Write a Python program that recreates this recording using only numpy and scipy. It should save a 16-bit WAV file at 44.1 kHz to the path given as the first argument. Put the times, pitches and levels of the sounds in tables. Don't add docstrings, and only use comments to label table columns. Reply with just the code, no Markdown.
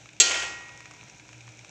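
import sys
import numpy as np
from scipy import signal
from scipy.fft import rfft, irfft
from scipy.io import wavfile
from scipy.ndimage import uniform_filter1d

SR = 44100
rng = np.random.default_rng(int(sys.argv[2]) if len(sys.argv) > 2 else 0)


def int16_out(signal):
    q = np.round(np.clip(np.atleast_2d(signal).T, -1, 1) * 32767)
    wavfile.write(sys.argv[1], SR, q.astype(np.int16))


N = 74970
T = np.arange(N) / SR


def amp(db):
    return 10 ** (np.asarray(db) / 20)


def unit(x):
    return x / np.sqrt(np.mean(x ** 2) + 1e-20)


def read(points, hz):
    f, value = np.transpose(points)
    return np.interp(np.log(hz + 1), np.log(f + 1), value)


def curve(points):
    s, db = np.transpose(points)
    return np.interp(T, s, db)


def fade(t60, t=T):
    return np.exp(-np.log(1000) * t / t60)


def add(mix, s, sound):
    part = mix[max(round(s * SR), 0):][:len(sound)]
    part += sound[:len(part)]


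def coloured(x, spectrum):
    hz = np.fft.rfftfreq(len(x), 1 / SR)
    return unit(irfft(rfft(x) * amp(read(spectrum, hz)), len(x)))


def band(x, hz, width):
    edges = np.clip([hz - width / 2, hz + width / 2], 50, SR / 2.1)
    bell = signal.butter(2, edges, "bandpass", fs=SR, output="sos")
    return signal.sosfilt(bell, x) * np.sqrt(SR / 2 / width)


def waver():
    smooth = uniform_filter1d(rng.standard_normal(N), size=1200)
    return unit(uniform_filter1d(smooth, size=1200))


def tone(hz, db):
    return np.sqrt(2) * amp(db) * np.sin(2 * np.pi * np.cumsum(hz) / SR)


HUM_HZ, HUM_WAVER = 118.5, .023
DRONE_WAVER_HZ, DRONE_WAVER_DB = 3.2, 4
# t/s, level/dB
HUM_LEVEL = [(0, -62), (.2, -64), (.45, -61), (.77, -61.5), (1.1, -61.5), (1.28, -63), (1.358, -51),
             (1.43, -54.5), (1.5, -49), (1.53, -57), (1.62, -54), (1.66, -76), (1.7, -66)]
# f/Hz, level/dB
DRONE_TONES = [(64, -73.5), (195, -76.5), (308, -68.5)]


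def hum():
    out = tone(HUM_HZ * (1 + HUM_WAVER * waver()), curve(HUM_LEVEL))
    for hz, db in DRONE_TONES:
        out += tone(hz + DRONE_WAVER_HZ * waver(), db + DRONE_WAVER_DB * waver())
    return out


def softened(x):
    return signal.sosfilt(signal.butter(8, 8500, fs=SR, output="sos"), x)


SIZZLE_DB, CRACKLE_DB = -54, -61
CRACKLE_PER_S, CRACKLE_SPREAD_DB = 350, 5
# f/Hz, relative level/dB per Hz
SIZZLE_SPECTRUM = [(25, -14), (45, -27), (65, -5), (120, 7.5), (220, -2), (310, -1.5), (450, -3), (800, -2),
                   (1150, -13.5), (1450, -3), (1950, -9), (2350, 1.5), (3000, -7.5), (3900, -7),
                   (4600, -14), (5800, -5.5), (7000, -9), (8300, -17), (9500, -36.5), (12500, -38.5),
                   (15500, -40)]
# t/s, level/dB
SIMMER_LEVEL = [(0, 2), (.1, -1.5), (.19, -2), (.6, 1), (.95, 1.5), (1.12, 1), (1.25, -0.5), (1.45, 0),
                (1.7, 0.5)]
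# f/Hz, width/Hz
POP_RESONANCES = [(1350, 1120), (2450, 520), (3700, 960), (6200, 1630)]


def sizzle():
    size_db = CRACKLE_SPREAD_DB * np.minimum(rng.exponential(1, N), 4)
    sizes = amp(size_db) * rng.choice([-1, 1], N)
    crackle = np.zeros(N)
    for hz, width in POP_RESONANCES[1::2]:
        clicks = sizes * (rng.random(N) < CRACKLE_PER_S / SR)
        crackle += band(clicks, hz, width)
    hiss = coloured(rng.standard_normal(N), SIZZLE_SPECTRUM)
    simmer = amp(SIZZLE_DB) * hiss + amp(CRACKLE_DB) * unit(softened(crackle))
    return amp(curve(SIMMER_LEVEL)) * simmer


POP_DB, POP_OVERTONE_DB = 9, -8.5
POP_T60, POP_TAIL_DB, POP_TAIL_T60 = .011, -20, .17
POP_CLICK = 2
# t/s, lows level/dB, mids level/dB, highs level/dB
BUBBLES = [(0.0575, -53.5, -53, -58), (0.0893, -63, -49, -59.5), (.1322, -68, -55.5, -57.5),
           (0.1648, -67, -59, -59), (.6911, -52, -48.5, -56), (0.7753, -61, -54, -52),
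           (0.805, -53.5, -50.5, -56), (0.8563, -50, -50, -51.5), (0.911, -50.5, -64, -52.5),
           (0.937, -55, -59, -54.5), (0.965, -58, -68, -61), (1.0107, -60, -49.5, -64),
           (1.03, -55, -54.5, -70), (1.083, -59, -62, -58), (1.0975, -64, -56.5, -51.5),
           (1.197, -58, -50.5, -59), (1.252, -60, -61, -72), (1.29, -55, -55, -57), (1.3299, -55, -53, -56),
           (1.4068, -77, -51, -60), (1.478, -51, -58.5, -62), (1.49, -64.5, -55.5, -55),
           (1.5915, -77, -51.5, -54), (1.647, -55.5, -49.5, -54), (1.6935, -60, -67, -51.5)]


def pops():
    out, t = np.zeros(N), T[:8192]
    shape = fade(POP_T60, t) + amp(POP_TAIL_DB) * fade(POP_TAIL_T60, t)
    for s, low, mid, high in BUBBLES:
        levels = (low, mid, mid + POP_OVERTONE_DB, high)
        for db, (hz, width) in zip(levels, POP_RESONANCES):
            burst = POP_CLICK * (t == 0) + shape * rng.standard_normal(len(t))
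            snap = band(burst, hz, width)
            level = np.linalg.norm(shape) / np.linalg.norm(snap)
            add(out, s, amp(POP_DB + db) * snap * level)
    return softened(out)


KITCHEN_DB, KITCHEN_RISE_S = -14, .02
# f/Hz, relative level/dB per Hz
KITCHEN_SPECTRUM = [(40, -24), (63, -13), (100, -18), (275, -13.5), (305, -2.5), (800, -6.5), (1300, -6),
                    (2000, -3.5), (2500, 4), (3300, 0), (4200, 1.5), (6000, 4.5), (7500, -0.5), (8800, -14),
                    (11500, -31), (15500, -40)]
# f/Hz, t60/s
KITCHEN_DECAY = [(63, 0.85), (300, 0.74), (1000, 1.074), (2500, 0.78), (4500, 0.57), (7000, 0.64),
                 (12000, 0.3)]


def kitchen():
    noise = coloured(rng.standard_normal(N), KITCHEN_SPECTRUM)
    hz, t, z = signal.stft(noise, SR, nperseg=1024)
    decay = fade(read(KITCHEN_DECAY, hz)[:, None], t)
    tail = signal.istft(z * decay, SR, nperseg=1024)[1][:N]
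    return amp(KITCHEN_DB) * tail * (1 - np.exp(-T / KITCHEN_RISE_S))


RING_ECHO_DB, RING_ECHO_T60 = -15, .55


def echoed(x):
    walls = rng.standard_normal(N) * fade(RING_ECHO_T60)
    echo = signal.fftconvolve(x, walls / np.linalg.norm(walls))[:N]
    return x + amp(RING_ECHO_DB) * echo


RING_RISE_S = .0018


def ring(modes):
    tones = np.zeros(N)
    for hz, db, t60 in modes:
        tones += amp(db) * fade(t60) * np.sin(2 * np.pi * (hz * T + rng.random()))
    return tones * np.minimum(T / RING_RISE_S, 1)


def clash(spectrum, t60):
    burst = rng.standard_normal(N) * fade(t60)
    gain = amp(read(spectrum, abs(np.fft.fftfreq(1024, 1 / SR))))
    colour = np.fft.ifft(np.exp(signal.hilbert(np.log(gain)).conj())).real
    return signal.fftconvolve(burst, colour / np.linalg.norm(colour))[:N]


KNOCK_S = .2002
CLASH_DB, CLASH_T60 = -6, .055
CHATTER_T60, CHATTER_RING_DB = .09, -21
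# f/Hz, level/dB, t60/s
LADLE_MODES = [(4000, -17, .09), (4073, -11, .19), (4409, -17, .35), (4572, -11, .12), (4646, -22, .42),
               (5735, -12, .09), (6071, -11, .12), (6556, 0, .07), (6600, -21, .4), (6636, -6, .11),
               (6640, -19, .48), (7333, -2, .075), (7487, -5, .075), (7547, -1, .075), (7805, -7, .1)]
# f/Hz, level/dB, t60/s
POT_MODES = [(371, -38, .9), (430, -30, .2), (506, -38, .9), (689, -35, .8), (743, -39, .9),
             (808, -38, 1.3), (976, -52, 3.5), (1399.5, -24, .8), (1894.5, -23, 1.25), (2174, -37, 1.75),
             (2374, -18, .22), (2460, -21, .3), (2522, -28, 1.05), (2688, -28, .85), (2738, -13, .12),
             (2971, -24, .8), (3085, -28, .6), (3177, -21, .5), (3300, -18, .15), (3457, -17, .24),
             (3520, -17, .11)]
# f/Hz, level/dB, t60/s
STOVE_MODES = [(65.7, -46, 1.45), (156, -52, 1.0)]
# t/s after the knock, level/dB
KNOCK_CONTACTS = [(0, -6), (.0012, 0), (.0042, -3), (.0125, -5)]
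# f/Hz, relative level/dB per Hz
CLASH_SPECTRUM = [(60, -21), (260, -20), (320, -2.5), (560, -11), (900, -16), (1900, -7.5), (2450, -1),
                  (3400, 3.5), (5000, -0.5), (6500, 0.5), (7800, 3.5), (8800, -13), (11500, -24),
                  (15500, -30)]
# t/s, level/dB
CHATTER_CONTACTS = [(.2935, -30), (.3096, -21.5), (.3431, -23.5), (.356, -29), (.372, -32), (.397, -31),
                    (.4224, -32), (.433, -32), (.474, -39)]
# f/Hz, relative level/dB per Hz
CHATTER_SPECTRUM = [(100, -23), (350, 3.5), (800, 1), (1600, 8), (2500, 6), (3300, 10.5), (4300, -13),
                    (6000, -17), (7500, -2.5), (8800, -11.5), (11500, -30), (15500, -33)]


def clank():
    out = np.zeros(N)
    metal = ring(LADLE_MODES) + ring(POT_MODES)
    add(out, KNOCK_S, echoed(metal) + ring(STOVE_MODES) + kitchen())
    for delay, db in KNOCK_CONTACTS:
        add(out, KNOCK_S + delay, amp(CLASH_DB + db) * clash(CLASH_SPECTRUM, CLASH_T60))
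    for s, db in CHATTER_CONTACTS:
        tap = clash(CHATTER_SPECTRUM, CHATTER_T60)
        tap += amp(CHATTER_RING_DB) * ring(LADLE_MODES)
        add(out, s, amp(db) * tap)
    return out


def scene():
    return (clank() + pops() + sizzle() + hum())[None]


LIMIT_DB, LIMIT_SHARE = -13.5, .68
RELEASE_DB_PER_S = 55
CEILING, EDGE_HZ = .82, 15600


def record(dry):
    power_db = 10 * np.log10(abs(uniform_filter1d(dry[0] ** 2, size=128)) + 1e-12)
    fall = T * RELEASE_DB_PER_S
    held_db = np.maximum.accumulate(power_db + fall) - fall
    over_db = np.maximum(held_db - LIMIT_DB, 0)
    ducked = dry * amp(-LIMIT_SHARE * uniform_filter1d(over_db, size=64))
    overshoot = ducked - np.clip(ducked, -CEILING, CEILING)
    rounded = ducked - signal.sosfiltfilt(signal.butter(4, 9000, fs=SR, output="sos"), overshoot)
    band_limit = signal.firwin(255, EDGE_HZ, window=("kaiser", 8), fs=SR)
    return signal.oaconvolve(rounded, band_limit[None], "same")


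dry = scene()
out = record(dry)
int16_out(out)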